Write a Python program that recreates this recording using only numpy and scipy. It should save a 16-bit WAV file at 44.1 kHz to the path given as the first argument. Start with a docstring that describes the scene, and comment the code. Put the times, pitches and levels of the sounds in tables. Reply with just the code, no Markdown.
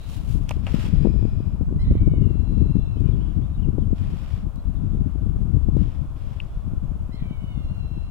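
"""Outdoors, far from traffic, wind buffets a camera's stereo microphone, mostly the left port.
First, right at the microphone, the zoom barrel slides, the body clicks and the barrel rubs to rest.
Then a hawk screams from a pole some way off: a rising yelp breaks into a rasp, then a long, sinking
whistle from two membranes. A songbird twitters to the left, the barrel slides again, and a faint
tone comes and goes. Last, the hawk screams a second time."""
import sys
import numpy as np
from scipy import signal
from scipy.fft import rfft, irfft
from scipy.io import wavfile
from scipy.ndimage import uniform_filter1d

SR = 44100
rng = np.random.default_rng(int(sys.argv[2]) if len(sys.argv) > 2 else 0)


def file_out(sig):
    """Save sig as 16-bit WAV at sys.argv[1]."""
    # one column per channel
    cols = np.atleast_2d(sig).T
    # limit, then scale
    lim = np.clip(cols, -1, 1)
    pcm = np.round(lim * 32767).astype(np.int16)
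    wavfile.write(sys.argv[1], SR, pcm)


N = 357210
T = np.arange(N) / SR
FREQS = np.maximum(np.arange(N // 2 + 1) * SR / N, 1)


# The yelps that open the screams: start_s, length_s, level_db
YELPS = [(1.782, .205, -53), (7.108, .125, -55)]
# The held notes, one list a scream:
# time_s, pitch_hz, level_db (before gain_db), throat_hz, second_depth, second_pitch_ratio, roughness
HELD_NOTES = [
    [(1.92, 1500, -64, 2800, .8, .5, .4), (2.0, 1528, -54.3, 2250, 1.3, .5, .22),
     (2.07, 1518, -54.8, 2250, 1.2, .5, .13), (2.15, 1485, -56.3, 2400, 1, .5, .17),
     (2.23, 1415, -57, 2600, .6, .5, .26), (2.31, 1372, -56.8, 2750, .65, .5, .2),
     (2.44, 1378, -60, 3550, .5, .5, .12), (2.49, 1372, -59, 3650, .45, .42, .15),
     (2.62, 1348, -58, 3600, .42, .38, .12), (2.78, 1372, -57.5, 3400, .15, .36, .1),
     (2.93, 1342, -59.5, 3200, .08, .36, .1), (3.0, 1255, -61, 2950, .08, .36, .14),
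     (3.07, 1215, -59.5, 2650, .08, .36, .2), (3.13, 1140, -63, 2300, .08, .36, .45)],
    [(7.21, 1545, -58, 2300, 1.2, .5, .45), (7.29, 1535, -54.3, 2300, 1, .5, .2),
     (7.38, 1482, -57.3, 2450, .9, .5, .14), (7.47, 1495, -56, 2700, .5, .5, .18),
     (7.56, 1415, -56, 3450, 1.2, .5, .16), (7.68, 1382, -55.3, 3150, .7, .5, .13),
     (7.73, 1397, -59, 3400, .15, .45, .2), (7.79, 1388, -54.8, 3250, .2, .38, .12),
     (7.87, 1368, -58, 3550, .35, .37, .12), (7.97, 1362, -56.7, 3350, .35, .35, .14),
     (8.1, 1375, -58.5, 3300, .12, .35, .12), (8.2, 1365, -59, 3200, .1, .35, .12)],
]
# The camera body's shadow on the port facing away from the hawk: frequency_hz, gain_db
HAWK_SHADE = [(2200, -3), (3000, -3.5), (4000, -6), (5200, -18.5), (9000, -11.5)]

def hawk():
    """On a pole some way off to the right: each scream is a yelp that runs into a held note."""
    screams = sum(yelp(*row) for row in YELPS) + sum(whistle(note) for note in HELD_NOTES)
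    return outdoors(screams, "right", lag_s=.000122, shade=HAWK_SHADE, wet_db=-13, decay_s=.5)


# The hawk's wide-open throat in the yelp: frequency_hz, gain_db
YELP_THROAT = [(1000, -24), (1650, -19), (2000, -2), (2300, -4), (2750, -14), (3200, -6), (3700, -2.5),
               (4200, -1.5), (4700, -16), (5150, -9.5), (5500, -16), (6100, -29), (7400, -20), (8200, -25),
               (8750, -13), (9600, -27), (15000, -31)]

def yelp(start_s, length_s, level_db, start_hz=965, top_hz=1075, rasp_hz=990, break_s=.052):
    """A clear note climbs, then breaks into a period-doubled rasp that darkens as the throat closes."""
    source, out = np.zeros((2, N))
    i, t, envelope = span(start_s, length_s + .03, attack_s=.016, release_s=.03)
    climb = np.minimum(t / break_s, 1)
    broken = ramp(t, break_s, break_s + .015)
    hz = (1 - broken) * (start_hz + (top_hz - start_hz) * climb) + broken * rasp_hz
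    hz *= 1 + (.013 + .015 * broken) * walk(50)[i]
    roughness = .9 * np.maximum(broken, .4 * climb)
    phase = membrane_phase(hz, roughness, jitter=.06)
    harmonic = np.arange(1, 27)[:, None] / 2
    darkening = undb(-11 * broken * (harmonic > 4) - 7 * (t / length_s) ** 2 * (harmonic > 3.5))
    doubling = np.where(harmonic % 1, broken * undb(-5), 1)  # odd halves sound only in the rasp
    beak_opening = np.where(harmonic > 2, ramp(t, 0, .03), 1)
    partials = darkening * doubling * beak_opening * np.sin(harmonic * phase)
    source[i] = partials.sum(0) * (1 + .7 * roughness * walk(260)[i])
    tiring_db = -.5 - 28 * (t - break_s) + 1.2 * walk(45)[i]
    out[i] = unit(colour(source, YELP_THROAT)[i]) * envelope * undb(level_db + broken * tiring_db)
    return out


# The hawk's beak and throat in the held note: frequency_hz, gain_db
BEAK = [(900, -25), (1400, -3), (2000, 4), (2300, 7), (2800, 7), (3400, 5), (4150, 4.5), (4550, -10),
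        (4950, 2), (5400, -1), (6500, -18), (8800, -6), (15000, -35)]

def whistle(note, throat_width_hz=740, gain_db=-1):
    """One membrane sinks as its strain eases; a second, an octave below, adds sidebands, then slips."""
    out = np.zeros(N)
    start_s, end_s = note[0][0], note[-1][0]
    i, _, envelope = span(start_s, end_s - start_s, attack_s=.025, release_s=.035)
    hz, level_db, throat_hz, depth, ratio, roughness = curves(note, T[i])
    hz *= 1 + .005 * walk(45)[i] + .002 * walk(12)[i]
    throat_hz += 80 * walk(18)[i]  # the throat wavers, favouring one partial or another
    depth *= undb(1.3 * walk(25)[i])
    phase = membrane_phase(hz, roughness, jitter=.07)
    second_phase = 2 * np.pi * np.cumsum(ratio * hz) / SR
    slipped = 1 - ramp(ratio, .42, .5)
    harmonic = np.arange(1, 7)[:, None]
    upper = depth * np.select([harmonic == 1, harmonic == 2], [1.05, .8], .22)
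    lower = depth * .8 * slipped * np.where(harmonic == 3, 1, .3)
    voice, power = 0, 0
    for side, weight in ((0, 1), (1, upper), (-1, lower)):
        partial_hz = harmonic * hz + side * ratio * hz
        throat = 1 / np.hypot(1, (partial_hz - throat_hz) / throat_width_hz)
        gain = weight * gain_at(BEAK, partial_hz) * throat
        voice += (gain * np.sin(harmonic * phase + side * second_phase)).sum(0)
        power += (gain ** 2).sum(0) / 2
    hoarseness = (1 + 1.2 * roughness * walk(300)[i]) * undb(1.3 * walk(38)[i])
    out[i] = voice / np.sqrt(power) * unit(hoarseness) * envelope * undb(level_db + gain_db)
    return out


def membrane_phase(hz, roughness, jitter):
    """Phase of a membrane whose pitch scatters with roughness."""
    shaken_hz = hz * (1 + jitter * roughness * walk(420)[:len(hz)])
    return 2 * np.pi * np.cumsum(shaken_hz) / SR


# Gusts on the microphone's exposed left port and sheltered right port: time_s, level_db
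WIND_LEFT = [(0.0, -24), (1.05, -15), (1.5, -21.0), (1.6, -17.5), (1.8, -19.5), (2.25, -10.5), (2.3, -14.5),
             (2.75, -14.5), (2.9, -18.5), (2.95, -13.5), (3.55, -19.5), (3.8, -15.5), (4.0, -18.5),
             (4.5, -22.5), (4.95, -17.5), (5.25, -18), (5.8, -16), (6.2, -29), (6.3, -22.5), (6.45, -28),
             (6.75, -25), (8.1, -23.5)]
WIND_RIGHT = [(0.0, -36), (1.6, -32), (1.9, -17.5), (2.2, -27.5), (2.3, -34), (4.1, -32), (5.5, -35.5),
              (8.1, -34)]

def wind():
    """Each microphone port has its own gusts and its own eddies."""
    gusts_db = [curves(gusts, T)[0] for gusts in (WIND_LEFT, WIND_RIGHT)]
    return np.array([turbulence(db) + stray_buffets(db) for db in gusts_db])


# Eddies at a port in a moderate gust: frequency_hz, density_db
EDDIES = [(12, -11.5), (25, 6), (55, 5), (100, 2.5), (170, -7.5), (250, -16), (380, -31), (550, -69.5),
          (800, -65), (1400, -70), (3000, -79.5)]

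def turbulence(gust_db, moderate_db=-21, db_per_octave=22, flutter_db=3):
    """Faster air at a port is louder and its eddies are smaller, so the rumble reaches higher."""
    flutter = walk(31.1)
    coarse_t = T[::50]
    speed = 2 ** ((gust_db - moderate_db) / db_per_octave + .15 * flutter)[::50]
    spectrum = rfft(rng.standard_normal(N))
    rumble, power = 0, 0
    for hz in 16 * 2 ** (np.arange(15) / 2):  # half-octave bands
        window = np.cos(np.pi / 2 * np.clip(2 * np.log2(FREQS / hz), -1, 1)) ** 2
        gain = gain_at(EDDIES, hz / speed)
        rumble += irfft(spectrum * window, N) * np.interp(T, coarse_t, gain)
        power += gain ** 2 * hz * np.log(2) / SR
    return rumble / np.sqrt(np.interp(T, coarse_t, power)) * undb(gust_db + flutter_db * flutter)


def stray_buffets(gust_db, per_s=12, strong_db=-17, scatter_db=4):
    """Stray eddies strike a port at random, harder as the gust grows, up to a strong wind."""
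    out, length = np.zeros(N), SR // 20
    for n, (offset, strength) in enumerate(rng.uniform(-1, 1, (200, 2))):
        at = int((n + 1 + offset) / per_s * SR)
        if at < N - length:
            peak_db = -20 + 3.4 * min(gust_db[at] - strong_db, 0) + scatter_db * strength
            out[at:at + length] += thump(centre_hz=230, rise_s=.0059) * undb(peak_db)
    return out


# Wind hits on the microphone: start_s, peak_db (before gain_db), left_minus_right_db, centre_hz
BUFFETS = [(0.737, -5, 34, 190), (1.043, -6.5, 38, 250), (1.049, -6.5, 40, 264), (1.064, -6.5, 28, 262),
           (1.134, -19.5, 35, 290), (1.184, -24.5, 28, 280), (1.22, -20, 28, 258), (1.246, -13.5, 34, 233),
           (1.398, -18.5, 28, 233), (1.604, -15.5, 31, 257), (1.719, -16.5, 13, 255),
           (1.903, -7.5, -11, 178), (1.946, -12.5, -33, 280), (2.068, -16.5, 26, 250),
           (2.131, -17, 25, 283), (2.349, -13, 23, 199), (2.517, -22.5, 27, 230), (2.748, -5, 38, 164),
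           (2.76, -6.5, 40, 204), (2.958, -29, 34, 181), (3.083, -19, 29, 253), (3.681, -14.5, 29, 216),
           (3.776, -13, 38, 300), (3.924, -13.5, 28, 216), (4.927, -19, 28, 184), (4.966, -22.5, 28, 240),
           (5.68, -11.5, 31, 217), (5.762, -10.5, 33, 252), (6.672, -21.5, 18, 146), (6.729, -19, 23, 185),
           (6.911, -20, 22, 162), (7.086, -20, 22, 164), (7.137, -22.5, 27, 169), (7.217, -14, 27, 138),
           (7.251, -22.5, 21, 163), (7.302, -17, 24, 174), (7.435, -17, 25, 140), (7.57, -15, 26, 139),
           (7.598, -24, 23, 164), (7.707, -18.5, 20, 119), (7.909, -20.5, 20, 139), (7.971, -20.5, 18, 145)]

def hard_buffets(gain_db=4):
    """The hardest eddies, each mostly on one port."""
    out = np.zeros((2, N))
    for start_s, peak_db, pan_db, centre_hz in BUFFETS:
        i = int(start_s * SR) + np.arange(SR // 20)
        sides = pan(pan_db) / pan(pan_db).max()
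        out[:, i] += sides * undb(peak_db + gain_db) * thump(centre_hz, rise_s=.0075)
    return out


# One eddy striking a port: multiple_of_centre, density_db
THUMP = [(.3, -6), (.75, 2), (1.25, 0), (2, -15), (3, -29), (4.4, -42), (8, -60), (20, -80)]

def thump(centre_hz, rise_s, raggedness=.4):
    """A tight eddy hits a port: a ragged thump of a few cycles, peak 1."""
    t = T[:SR // 20]
    hz = np.maximum(np.fft.rfftfreq(len(t), 1 / SR), 1)
    phase = 2 * np.pi * (rng.random() - hz * rise_s)
    phase += raggedness * np.cumsum(rng.standard_normal(len(hz)))
    pulse = irfft(gain_at(THUMP, hz / centre_hz) * np.exp(1j * phase), len(t))
    pulse *= ramp(t, 0, rise_s) * (1 - ramp(t, rise_s, 4 * rise_s))
    return pulse / abs(pulse).max()


# The hollow zoom barrel and its dust seal, beside the microphone: frequency_hz, density_db
BARREL = [(300, 5.5), (1000, 2), (1800, -0.5), (2300, 0.5), (3000, 0), (3300, 0), (4100, -8.5), (5400, -8),
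          (6400, -20), (7400, -14), (8300, -26), (15000, -57)]
SEAL = [(1900, -9.5), (2700, 10), (3400, 6), (5400, 2.5), (6400, 0.5), (7300, 3.5), (8300, -1.5),
        (9000, 0.5), (10000, 3.5), (11300, -8), (13300, 1.5), (16000, -12)]
# Strokes of the barrel: start_s, length_s, attack_s, release_s, level_db, relative_hiss_db
SLIDES = [(-.05, 0.78, .05, 0.5, -58.5, -1), (0.035, 0.19, 0.12, 0.08, -53, 2),
          (0.256, 0.14, 0.04, 0.051, -60, 6.5), (0.483, 0.05, 0.0058, 0.013, -47.5, -9),
          (0.497, 0.27, .015, 0.35, -52.5, -9.5), (0.585, 0.39, 0.17, 0.15, -43, -12),
          (0.775, 0.14, 0.022, 0.087, -47, -8), (0.858, 0.29, 0.034, 0.14, -52.5, -16),
          (2.912, 0.75, 0.23, 0.38, -62.5, -27), (3.929, 0.554, 0.054, 0.13, -53, -12),
          (5.753, 0.44, 0.058, 0.48, -53.5, -18), (6.114, 0.7, 0.1, 0.57, -57.5, -15)]

def zoom_slides(seal_gain_db=-1, grain_db=2):
    """The barrel slides in tiny slips; its dust seal hisses on top."""
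    barrel_level, seal_level = np.zeros((2, N))
    for start_s, length_s, attack_s, release_s, level_db, hiss_db in SLIDES:
        i, _, envelope = span(start_s, length_s, attack_s, release_s)
        barrel_level[i] = np.hypot(barrel_level[i], envelope * undb(level_db))
        seal_level[i] = np.hypot(seal_level[i], envelope * undb(level_db + hiss_db + seal_gain_db))
    slips = undb(grain_db * walk(300) + .7 * walk(27))
    barrel = barrel_level * stereo_noise(BARREL, alike=.23, alike_hz=2530)
    seal = seal_level * stereo_noise(SEAL, alike=.12, alike_hz=6150)
    return slips * (barrel + seal)


# The barrel's ring on its first turn: frequency_hz, density_db
SIZZLE_RING = [(2000, -30), (2750, 1), (3300, -9), (3850, 6), (4300, -4), (5500, -30), (9000, -45)]

def zoom_sizzle(level_db=-60):
    """The first turn of the barrel rings a hollow resonance."""
    level = np.zeros(N)
    i, _, envelope = span(start_s=-.03, length_s=.3, attack_s=.03, release_s=.1)
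    level[i] = envelope * undb(level_db)
    return level * stereo_noise(SIZZLE_RING, alike=.2, alike_hz=4000)


# Resonances of the rubbing barrel: centre_hz, nominal_width_hz, gain_db
RUB_RINGS = [(1800, 180, -7.5), (2450, 210, -1), (3020, 260, -10.5), (3450, 260, -9), (3950, 130, -10),
             (4900, 200, -8.5), (5350, 260, -11), (7240, 340, -17.5)]
# Pressure of the rub: time_s, level_db
RUB_PRESSURE = [(.8, -78), (.92, -61), (1.07, -57), (1.12, -60), (1.21, -58.5), (1.53, -67), (1.72, -86),
                (1.8, -130)]

def zoom_rub(grain_db=.5, pan_db=3):
    """As the barrel comes to rest, fine slips ring its resonances: a hoarse squeal that dies away."""
    rings = [undb(db) / (1 + ((FREQS - hz) / (.75 * width)) ** 2) for hz, width, db in RUB_RINGS]
    slips = rng.standard_normal((2, N)) * undb(grain_db * walk(120))
    squeal = unit(irfft(rfft(slips) * np.linalg.norm(rings, axis=0), N))
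    return pan(pan_db) * squeal * undb(curves(RUB_PRESSURE, T)[0])


# The scrape and the snap of the camera's plastic body: frequency_hz, density_db
SCRAPE = [(200, 8), (600, 8), (1050, 6), (1800, -4), (2750, 3), (3700, -15), (6000, -21), (15000, -36)]
SNAP = [(1500, -10), (4500, -5), (5700, 3), (6800, -4), (10000, -8), (16000, -15)]
# Clicks of the body, right at the microphone:
# start_s, ring_db, ring_hz, ring_ms, scrape_db, scrape_ms, snap_db, left_minus_right_db
CLICKS = [(.4924, -26, 2800, .22, -37, 3, -28, -1), (.5083, -22.5, 900, .55, -27.5, 5, -33, -2),
          (.5122, -27, 2620, .45, -46, 3, -50, -6), (.6672, -24, 2750, .4, -31, 14, -70, 4),
          (6.4016, -23, 2720, .45, -66, 4, -70, 4)]
# Faint dry ticks, to the left: start_s, level_db (before tick_gain_db)
TICKS = [(2.53, -54), (3.0036, -48.5), (4.559, -47), (5.7702, -50)]

def camera_clicks(snap_s=.0012, tick_s=.00082, tick_gain_db=-2, tick_pan_db=10):
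    """Each click snaps, rings the plastic for a few cycles and scrapes briefly; small ticks only snap."""
    out, t = np.zeros((2, N)), T[:SR // 10]
    scrape_noise = stereo_noise(SCRAPE, alike=1, alike_hz=2010)
    snap_noise = stereo_noise(SNAP, alike=.13, alike_hz=8900)
    tick_noise = stereo_noise(SEAL, alike=.4, alike_hz=8900)
    port_lag_s = np.array([[0], [.00005]])
    for start_s, ring_db, ring_hz, ring_ms, scrape_db, scrape_ms, snap_db, pan_db in CLICKS:
        i = int(start_s * SR) + np.arange(len(t))
        age = t * 1000 / ring_ms
        ring = (age / 2) ** 2 * np.exp(2 - age) * np.sin(2 * np.pi * ring_hz * (t - port_lag_s))
        scrape = scrape_noise[:, i] * np.exp(-t * 1000 / scrape_ms)
        snap = snap_noise[:, i] * t / snap_s * np.exp(1 - 2 * t / snap_s)
        out[:, i] += pan(pan_db) * (undb(ring_db) * ring + undb(scrape_db) * scrape + undb(snap_db) * snap)
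    for start_s, level_db in TICKS:
        i = int(start_s * SR) + np.arange(len(t))
        tick = tick_noise[:, i] * np.exp(-t / tick_s)
        out[:, i] += pan(tick_pan_db) * undb(level_db + tick_gain_db) * tick
    return out


# The songbird's notes: start_s, length_s, start_hz, end_hz, level_db (before gain_db), burr_ratio
CHIRPS = [(2.76, .08, 3700, 3350, -66, .02), (2.83, .08, 3600, 3650, -67, .015),
          (2.955, .05, 2850, 3400, -64.5, .02), (3.03, .08, 2700, 3300, -64, .08),
          (3.1, .035, 4150, 3400, -64, .012), (3.12, .035, 3200, 3350, -61, .02),
          (3.15, .05, 2900, 2600, -67, .09), (3.195, .05, 2800, 3400, -62, .018),
          (3.235, .05, 3600, 2800, -65, .09), (3.275, .06, 3100, 3050, -64.5, .07),
          (3.41, .06, 3200, 3850, -65, .015), (3.53, .05, 3900, 3500, -65, .025),
          (3.57, .05, 2750, 3050, -64, .02), (3.615, .05, 3300, 2450, -59, .012),
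          (3.785, .035, 3500, 3750, -66, .03), (3.815, .035, 3400, 2900, -64, .03),
          (4.56, .06, 3900, 4200, -68, .03), (4.75, .05, 3950, 3400, -66, .035),
          (4.91, .06, 3400, 3800, -68, .035)]
# The camera body's shadow on the port facing away from the songbird: frequency_hz, gain_db
SONGBIRD_SHADE = [(2200, -4), (4000, -5)]

def songbird(gain_db=4):
    """Off to the left, a small bird twitters in short glides, some clear and some burry."""
    song = np.zeros(N)
    for start_s, length_s, start_hz, end_hz, level_db, burr in CHIRPS:
        progress = np.linspace(0, 1, int(length_s * SR))
        scatter = unit(uniform_filter1d(rng.standard_normal(SR), size=60))[:len(progress)]
        hz = (start_hz + (end_hz - start_hz) * progress) * (1 + burr * scatter)
        chirp = np.sqrt(2) * np.sin(np.pi * progress) * np.sin(2 * np.pi * np.cumsum(hz) / SR)
        song[int(start_s * SR):][:len(chirp)] += undb(level_db + gain_db) * chirp
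    return outdoors(song, "left", lag_s=.0001, shade=SONGBIRD_SHADE, wet_db=-10, decay_s=.7)


# Distant roads and the hiss above them: frequency_hz, density_db
TRAFFIC = [(30, -6), (130, 1.5), (250, 12), (480, 4), (640, 8), (800, 2), (1020, 4), (1400, -1.5),
           (1850, -14), (2700, -11), (3500, -15.5), (4500, -20.5), (10000, -22), (16000, -26.5)]

def traffic(level_db=-52):
    """Far roads murmur under a hiss; the level wavers slightly."""
    return stereo_noise(TRAFFIC, alike=.78, alike_hz=2100) * undb(level_db + .33 * walk(11))


def whine(pitch_hz=3447, level_db=-77):
    """A faint, thin tone of steady pitch in the background."""
    out = np.zeros(N)
    i, t, envelope = span(start_s=4.5, length_s=2.5, attack_s=.3, release_s=.3)
    out[i] = envelope * undb(level_db + 2 * walk(6)[i]) * np.sin(2 * np.pi * pitch_hz * t)
    return out


def outdoors(call, near_side, lag_s, shade, wet_db, decay_s):
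    """A call reaches the far port later and duller; ground and buildings add a thin scatter."""
    far = irfft(rfft(call) * gain_at(shade, FREQS) * np.exp(-2j * np.pi * FREQS * lag_s), N)
    direct = np.array([call, far] if near_side == "left" else [far, call])
    t = T[:SR]
    tail = rng.standard_normal((2, SR)) * undb(-60 * t / decay_s) * (t > .006)
    tail /= np.sqrt((tail ** 2).sum(1, keepdims=True))
    return direct + undb(wet_db) * signal.fftconvolve(call[None], tail, axes=1)[:, :N]


def undb(db):
    """Decibels to gain."""
    return 10 ** (np.asarray(db) / 20)


def unit(x):
    """Scale to rms 1."""
    return x / np.sqrt(np.mean(x ** 2))


def curves(rows, t):
    """Each column of a table, joined by straight lines in time."""
    times, *columns = np.transpose(rows)
    return [np.interp(t, times, column) for column in columns]


def gain_at(spectrum, hz):
    """Gain of a (frequency_hz, gain_db) spectrum at hz."""
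    points_hz, db = np.transpose(spectrum)
    return undb(np.interp(np.log(hz), np.log(points_hz), db))


def colour(x, spectrum):
    """Give a sound a spectrum, at rms 1."""
    return unit(irfft(rfft(x) * gain_at(spectrum, FREQS), N))


def walk(rate_hz):
    """A smooth random drift that changes about rate_hz times a second, at rms 1."""
    return unit(irfft(rfft(rng.standard_normal(N)) * np.exp(-(FREQS / rate_hz) ** 2), N))


def pan(db):
    """Left and right gains for a level difference."""
    return undb(np.array([[db], [-db]]) / 2)


def stereo_noise(spectrum, alike, alike_hz):
    """Coloured noise whose two sides grow unrelated above alike_hz."""
    coherence = alike / (1 + (FREQS / alike_hz) ** 2)
    mid, side = rfft(rng.standard_normal((2, N)))
    ports = mid * np.sqrt(1 + coherence) + side * np.sqrt(1 - coherence) * np.array([[1], [-1]])
    return colour(irfft(ports, N), spectrum)


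def ramp(t, start, end):
    """A smooth step from 0 to 1."""
    return np.sin(np.pi / 2 * np.clip((t - start) / (end - start), 0, 1)) ** 2


def span(start_s, length_s, attack_s, release_s):
    """The samples of an event, the time since its start, and its attack-hold-release envelope."""
    i = np.flatnonzero((T >= start_s) & (T < start_s + length_s))
    t = T[i] - start_s
    return i, t, ramp(t, 0, attack_s) * (1 - ramp(t, length_s - release_s, length_s))


def scene():
    """Birds to either side, wind and handling at the microphone, traffic far behind."""
    birds = hawk() + songbird()
    air = wind() + hard_buffets()
    handling = zoom_slides() + zoom_sizzle() + zoom_rub() + camera_clicks()
    return birds + air + handling + whine() + traffic()


def record(dry):
    """The camera rounds the hardest gusts and cuts the top."""
    ceiling, top_hz = .9, 15800
    lowpass = signal.ellip(8, .2, 70, top_hz, fs=SR, output="sos")
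    return signal.sosfilt(lowpass, ceiling * np.tanh(dry / ceiling))


dry = scene()
out = record(dry)
file_out(out)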